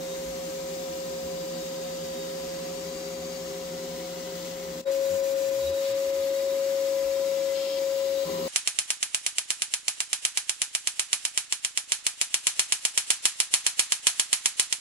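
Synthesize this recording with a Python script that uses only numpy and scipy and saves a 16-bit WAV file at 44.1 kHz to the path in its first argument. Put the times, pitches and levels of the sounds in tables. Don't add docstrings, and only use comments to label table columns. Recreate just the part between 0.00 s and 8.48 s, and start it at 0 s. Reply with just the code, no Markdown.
import sys
import numpy as np
from scipy import signal
from scipy.fft import rfft, irfft
from scipy.io import wavfile
from scipy.ndimage import uniform_filter1d

SR = 44100
rng = np.random.default_rng(int(sys.argv[2]) if len(sys.argv) > 2 else 0)


def amplitude_ratio(level_db):
    exponent = np.asarray(level_db, float) / 20
    return 10 ** exponent


def file_out(sig):
    cols = np.atleast_2d(sig).T
    lim = np.clip(cols, -1, 1)
    pcm = np.round(lim * 32767).astype(np.int16)
    wavfile.write(sys.argv[1], SR, pcm)


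N = 373968
T, HOP, SIZE = np.arange(N) / SR, 256, 1024

CHANGES = (4.848, 8.252)
# compressor in dB, airflow wash in dB, duct ring in dB.
MACHINES = [
    (-42, -46, -52.5),
    (-98, -46.5, -43.5),
    (-38.5, -43, -49),
]

# roar, splash on the work, jet and grit fizz, all in dB.
BLAST_LAYERS = [
    (-55.5, -50, -50.5, -54),
    (-52, -49, -48, -49.5),
    (-52.5, -47.5, -49, -51),
]
AIM_DRIFT = (-0.43, 0.29, -0.51, -0.55)
# frequency in Hz, density in dB per Hz.
HISS_SPECTRUM = [(700, -27), (1150, -8), (1500, -6), (2100, -4.5), (2700, -5.5), (3900, -5), (5200, -5),
                 (6500, -4.5), (7900, -7.5), (9000, -13.5), (10500, -15.5), (12000, -13), (15000, -12.5),
                 (15700, -11)]
# frequency in Hz, width in Hz, level in dB.
PANELS_EARLY = [(1610, 49, -4), (2010, 200, -4), (2840, 37, -4), (3360, 82, -3), (3750, 29, 0),
                (4030, 54, -1), (4660, 45, 0), (5310, 140, -1), (6510, 110, 0), (7120, 140, -3),
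                (7750, 70, -3), (8140, 120, -6)]
# frequency in Hz, width in Hz, level in dB.
PANELS_LATE = [(2010, 110, -3), (2890, 30, -3), (3820, 44, 0), (4290, 48, -2), (4740, 97, -3),
               (5200, 46, -1), (6540, 66, -1), (6780, 54, -3), (7130, 110, -5), (7640, 210, -5),
               (8170, 38, -8), (8790, 42, -10)]
# start in seconds, end in seconds, frequency in Hz, width in Hz, level in dB.
EDGE_WHISTLES = [(1.0, 1.6, 4655, 20, 8), (1.7, 3.4, 4655, 20, 7), (3.6, 4.8, 4030, 40, 0),
                 (5.1, 5.2, 6700, 90, 2), (5.35, 5.5, 7800, 80, 1), (5.97, 6.05, 6600, 90, 2),
                 (6.28, 6.48, 7750, 80, 1), (7.75, 7.95, 4790, 40, 3), (1.35, 2.3, 6500, 90, 2),
                 (7.55, 7.79, 5200, 50, 2), (7.55, 7.79, 3200, 60, 1), (7.9, 8.45, 2900, 30, 4),
                 (7.95, 8.48, 4000, 250, 0)]
# start in seconds, end in seconds, splash in dB, share of it that jet and fizz follow.
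JET_SURGES = [
    (4.358, 4.52, 1, 1.3),
    (4.549, 4.8, -1.5, 0.37),
    (4.844, 4.912, -6, 1.5),
    (5.58, 5.72, 1, -0.068),
    (5.814, 5.95, 2.5, -0.29),
    (7.55, 7.792, 4, -.15),
]
# centre in seconds, depth in dB, half width in seconds.
GRIT_GAPS = [
    (4.99, 4, .02),
    (5.215, 7, .012),
    (5.345, 7.5, .013),
    (5.502, 7, .008),
    (5.72, 8.5, .014),
    (5.935, 8, .012),
    (6.118, 7, .01),
    (6.31, 4, .015),
    (6.475, 3, .009),
]

# time in seconds, shaft in Hz, level in dB, left minus right in dB, left's lead in radians.
SHAFT_TRACK = [(0, 534.4, -36.5, -2, 1.2), (.42, 536, -37, 0, 1.26), (2.1, 535.4, -37.5, -.5, 1.4),
               (2.73, 540, -38, -2.5, 1.5), (2.83, 538, -37, 5, .65), (3.8, 534.4, -38, 2.5, 0.64),
               (4.5, 537, -38.5, 5, .52), (4.843, 534, -37.5, 3, 0.31), (4.849, 544.6, -27, 8.5, .55),
               (5.5, 544, -27.5, 10, .68), (5.63, 547, -27, 5, 0.025), (6.6, 546.6, -27, 6.8, -0.22),
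               (7.52, 545, -27, 9.5, -0.092), (7.7, 546, -29.5, 4, 0), (7.83, 545.1, -27.5, 8, 0.064),
               (8.238, 545.1, -27.5, 10, .1), (8.262, 538, -37, 4, 0.78), (8.29, 539.3, -32.3, 5.5, 0.85)]
# start in seconds, length in seconds, level in dB.
BLADE_FLARES = [(0, .15, -50), (1.55, 0.71, -53), (4.86, .015, -41), (4.95, .12, -58), (5.602, 0.25, -44.5),
                (5.9, .65, -52), (6.65, .3, -59), (8.03, .06, -53), (8.17, .06, -47), (7.15, .35, -58),
                (8.3, .2, -57)]
# frequency in Hz, density in dB per Hz.
AIR_SPECTRUM = [(20, -26), (54, -9.5), (114, -20.5), (150, -22), (216, -11), (330, -6.5), (420, -7.5),
                (520, -7), (670, -8), (900, -10), (1300, -13.5), (1700, -36)]
# frequency in Hz, width in Hz, level in dB.
DUCT_MODES = [(180, 15, -8), (296, 16, 0), (335, 14, -4), (372, 22, 0), (590, 20, -5), (738, 25, -11),
              (845, 20, -10), (1005, 28, -2)]

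# frequency in Hz, width in Hz, level in dB.
BODY_MODES = [(75, 5.5, -13.5), (165, 10, -8), (246.3, 14.3, -9), (324, 17.6, -7), (393.8, 14.5, -4.5),
              (494, 23, -21), (620, 22, -32), (724.6, 13.4, -8), (945, 14, -17.5), (1004, 21, -14),
              (1126, 16, -23.5), (1280, 20, -19)]
# frequency in Hz, level in dB.
PIPE_TONES = [
    (247.5, -11.5),
    (398, -7.5),
]

# start in seconds, length in seconds, start pitch in Hz, rise ratio, level in dB.
GLOVE_GROANS = [
    (0.221, .15, 47.7, 1.2, -52.5),
    (1.202, .11, 71.5, 1.07, -54),
    (5.07, .13, 75, 1.34, -52),
    (5.441, .08, 112, 1.1, -58),
    (5.52, 0.15, 115, 1.16, -55.5),
    (5.599, .174, 64.6, 1.41, -46.5),
    (5.87, .1, 105, 1.2, -55.5),
    (6.03, .09, 66, 1.3, -62),
    (6.158, 0.094, 76.5, 1.05, -57),
    (7.02, 0.11, 44.6, 1.4, -57),
]

# frequency in Hz, coherence from 0 to 1.
COHERENCE = [(60, 0.9), (130, 0.82), (290, 0.95), (640, 0.18), (1410, 0.2), (3100, 0.75), (6820, 0.48),
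             (15000, 0.65)]
# frequency in Hz, left's lead in radians.
SIDE_PHASE = [(20, 0), (400, .25), (860, 2.4), (1400, 1.5), (2100, -.2), (15000, 0)]
# frequency in Hz, left minus right in dB.
SIDE_BALANCE = [(60, .3), (110, 0.0), (200, -2.5), (380, 2.0), (700, 1.0), (1290, -1.0), (2380, 2.5),
                (4400, 7), (8120, 2.5), (15000, -0.5)]


def evened(x):
    return x / np.sqrt(np.mean(abs(x) ** 2) + 1e-20)


def unit(shape):
    return shape / np.sqrt(np.sum(shape ** 2))


def read(points, hz):
    f, value = np.transpose(points)
    return np.interp(np.log(hz + 1), np.log(f + 1), value)


def by_view(table, t):
    return np.transpose(table)[:, np.searchsorted(CHANGES, t)]


def drift(hz, count):
    f = np.geomspace(.2, hz, count)[:, None]
    t = T[::HOP]
    waves = np.sin(2 * np.pi * (f * t + rng.random((count, 1)))) / np.sqrt(f)
    return np.interp(T, t, evened(waves.sum(0)))


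def phase_of(hz):
    return 2 * np.pi * np.cumsum(hz) / SR


def resonances(modes, hz):
    return np.sqrt(sum(amplitude_ratio(db) ** 2 / (1 + (2 * (hz - f) / width) ** 2) for f, width, db in modes))


def grid(size):
    return np.fft.rfftfreq(size, 1 / SR)[:, None], np.arange(4 * N // size + 4) * size / 4 / SR


def diffuse_noise(magnitude, size):
    hz = grid(size)[0]
    a, b, c, d = rng.standard_normal((4,) + magnitude.shape)
    same = np.clip(read(COHERENCE, hz), 0, 1)
    left = a + 1j * b
    right = same * left + np.sqrt(1 - same ** 2) * (c + 1j * d)
    right = right * np.exp(-1j * read(SIDE_PHASE, hz))
    lean = amplitude_ratio(read(SIDE_BALANCE, hz) / 2)
    z = np.array([left * lean, right / lean]) * magnitude
    return signal.istft(z, nperseg=size, noverlap=size * 3 // 4)[1][:, :N]


def cabinet(size):
    places, decay_s, direct, diffuse = 9, 0.12, 0.61, 0.51
    out = np.zeros((2, N + size))
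    span = N // (places - 1) + 1
    t = np.arange(size) / SR
    for k in range(places):
        at = np.arange(max(k - 1, 0) * span, min((k + 1) * span, N))
        hiss = rng.standard_normal(len(at)) * np.cos(np.pi / 2 * (at / span - k))
        fine = rfft(rng.standard_normal((2, size)) * amplitude_ratio(-60 * t / decay_s))
        broad = np.sqrt(uniform_filter1d(abs(fine) ** 2, size=28))
        echoes = irfft(fine / broad, size)
        echoes[:, :2] = direct * np.array([1, -.5])
        out[:, at[0]:at[-1] + size] += signal.oaconvolve(hiss[None], echoes, axes=1)
    return out[:, :N] + diffuse * rng.standard_normal((2, N))


def blast():
    hz, t, z = signal.stft(cabinet(size=4096), SR, nperseg=SIZE, noverlap=SIZE - HOP)
    hz = hz[:, None]
    turned_s = np.where(t < CHANGES[1], np.maximum(t - CHANGES[0], 0), 0)
    layers_db = []
    for layer_db, slope in zip(by_view(BLAST_LAYERS, t), AIM_DRIFT):
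        unsteady_hand_db = .35 * np.interp(t, T, drift(6, count=20))
        layer_db = layer_db + slope * turned_s + unsteady_hand_db
        layers_db.append(layer_db - layer_db.mean())
    layers_db = np.array(layers_db)
    for start, end, db, share in JET_SURGES:
        layers_db += np.outer([0, 1, share, share], db * (t > start) * (t < end))

    knots = np.log([2200, 2750, 5250, 5700, 8300, 9500])
    weights = [np.interp(np.log(hz + 1), knots, w) for w in np.eye(4)[[0, 1, 1, 2, 2, 3]].T]
    level_db = sum(w * layer_db for w, layer_db in zip(weights, layers_db))
    gap_db = 0
    for s, db, half in GRIT_GAPS:
        half = half * np.where(t > s, 1.6, .8)
        gap_db = gap_db + db * np.exp(-((t - s) / half) ** 2)
    level_db = level_db - gap_db * np.interp(hz, [2000, 7000], [.1, .85])
    gust = evened(uniform_filter1d(rng.standard_normal(len(t)), 6))

    ring = np.where(t < 4.85, resonances(PANELS_EARLY, hz), resonances(PANELS_LATE, hz))
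    for start, end, f, width, db in EDGE_WHISTLES:
        ring = np.hypot(ring, resonances([(f, width, db)], hz) * (t > start) * (t < end))
    shape = np.hypot(amplitude_ratio(read(HISS_SPECTRUM, hz)), amplitude_ratio(-1.5) * ring) * (hz > 900)
    lean = amplitude_ratio(read(SIDE_BALANCE, hz) * np.array([.5, -.5])[:, None, None])
    z = z * shape * lean * amplitude_ratio(level_db + 0.31 * gust)
    return amplitude_ratio(-40.5) * evened(signal.istft(z, nperseg=SIZE, noverlap=SIZE - HOP)[1][:, :N])


def extractor():
    blades, blur_hz, resting_db, flare_edge_s = 7, 38, -62, 0.045
    s, *columns = np.transpose(SHAFT_TRACK)
    hz, db, pan_db, lead = [np.interp(T, s, c) for c in columns]
    turn = phase_of(hz)
    pair = np.array([amplitude_ratio(pan_db / 2) * np.exp(1j * lead), amplitude_ratio(-pan_db / 2)])
    pair /= abs(pair.mean(0))
    flutter = amplitude_ratio(.3 * drift(14, count=24))
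    shaft = np.sqrt(2) * amplitude_ratio(db) * flutter * (pair * np.exp(1j * turn)).real

    r = np.exp(-np.pi * blur_hz / SR)
    white = rng.standard_normal(N) + 1j * rng.standard_normal(N)
    blur = evened(signal.lfilter([1], [1, -2 * r, r * r], white))
    blade_level = amplitude_ratio(resting_db)
    for s, length, db in BLADE_FLARES:
        edge = np.minimum(4 * (T - s), s + length - T) / flare_edge_s
        blade_level = blade_level + amplitude_ratio(db) * np.clip(edge + 1, 0, 1)
    blade = (blur * np.exp(1j * blades * turn)).real * blade_level
    return shaft + blade * amplitude_ratio(np.array([[-9], [0]]))


def airflow():
    hz, t = grid(size=4096)
    _, wash_db, ring_db = by_view(MACHINES, t)
    wash = unit(amplitude_ratio(read(AIR_SPECTRUM, hz))) * amplitude_ratio(wash_db)
    ring = unit(resonances(DUCT_MODES, hz)) * amplitude_ratio(ring_db)
    return diffuse_noise(np.hypot(wash, ring), size=4096) * 0.87


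def compressor():
    stroke_hz, casing_hz, casing_db, throb_depth = 11.55, 174.9, -4.5, 0.43
    hz, t = grid(size=8192)
    spot_db = 10.0 * np.exp(-((hz - 1060) / 110) ** 2)
    spot_db = spot_db + 4 * np.exp(-((hz - 400) / 40) ** 2)
    spot_db = spot_db - 4.4 * np.exp(-((hz - 720) / 80) ** 2)
    near = amplitude_ratio((t > 8) * spot_db)
    body = diffuse_noise(unit(resonances(BODY_MODES, hz)) * near, size=8192)

    throb = 1 + throb_depth * np.cos(2 * np.pi * (stroke_hz * T + 0.64))
    phase = phase_of(casing_hz + 0.89 * drift(3.89, count=16))
    drone = amplitude_ratio(casing_db + 0.5 * drift(4.8, count=12)) * throb * np.cos(phase)
    drone = drone * amplitude_ratio(np.array([[-1.5], [1.5]]))
    for f, db in PIPE_TONES:
        pipe_level = amplitude_ratio(db + 2 * drift(4, count=12))
        drone = drone + pipe_level * np.cos(phase_of(f + 3 * drift(8, count=16)))

    level = amplitude_ratio(by_view(MACHINES, T - 0.0072 * (T > 8))[0])
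    level = uniform_filter1d(level, size=900) * amplitude_ratio(-0.2 * drift(6, count=16))
    return evened(evened(body) + drone * np.sqrt(2)) * level


def gloves():
    creak_s, creak_db, overtone_db = 5.07, 2, -14
    out = np.zeros(N)
    for s, length, start_hz, rise, db in GLOVE_GROANS:
        turn = phase_of(start_hz * np.linspace(1, rise, int(length * SR)))
        over_db = creak_db if abs(s - creak_s) < .05 else overtone_db
        tone = np.sin(turn) + amplitude_ratio(over_db) * (np.sin(2 * turn) + 0.46 * np.sin(3 * turn))
        out[int(s * SR):][:len(turn)] += 2 * amplitude_ratio(db) * tone * np.hanning(len(turn))
    return out


def first_change():
    fade_s, drop_s, ramp_s, overshoot_s = 4.81, .007, .033, .027
    tail_db, return_db, overshoot_db = -13, -24, 2.3
    back = CHANGES[0] + drop_s / 2
    full = CHANGES[0] + ramp_s
    settling = full + overshoot_s
    at = [fade_s, fade_s + drop_s, CHANGES[0] - drop_s, back, full, settling, settling + drop_s]
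    gain_db = [0, tail_db, tail_db, return_db, overshoot_db, overshoot_db, 0]
    return np.interp(T, at, amplitude_ratio(gain_db))


def scene():
    return blast() + extractor() + airflow() + compressor() + gloves()


def roll_off(x):
    return signal.sosfilt(signal.butter(12, 16950, fs=SR, output="sos"), x)


def record(dry):
    spectrum = rfft(dry * first_change())
    limited = irfft(spectrum * (np.fft.rfftfreq(N, 1 / SR) < 15730), N)
    return roll_off(limited)


dry = scene()
out = record(dry)
file_out(out)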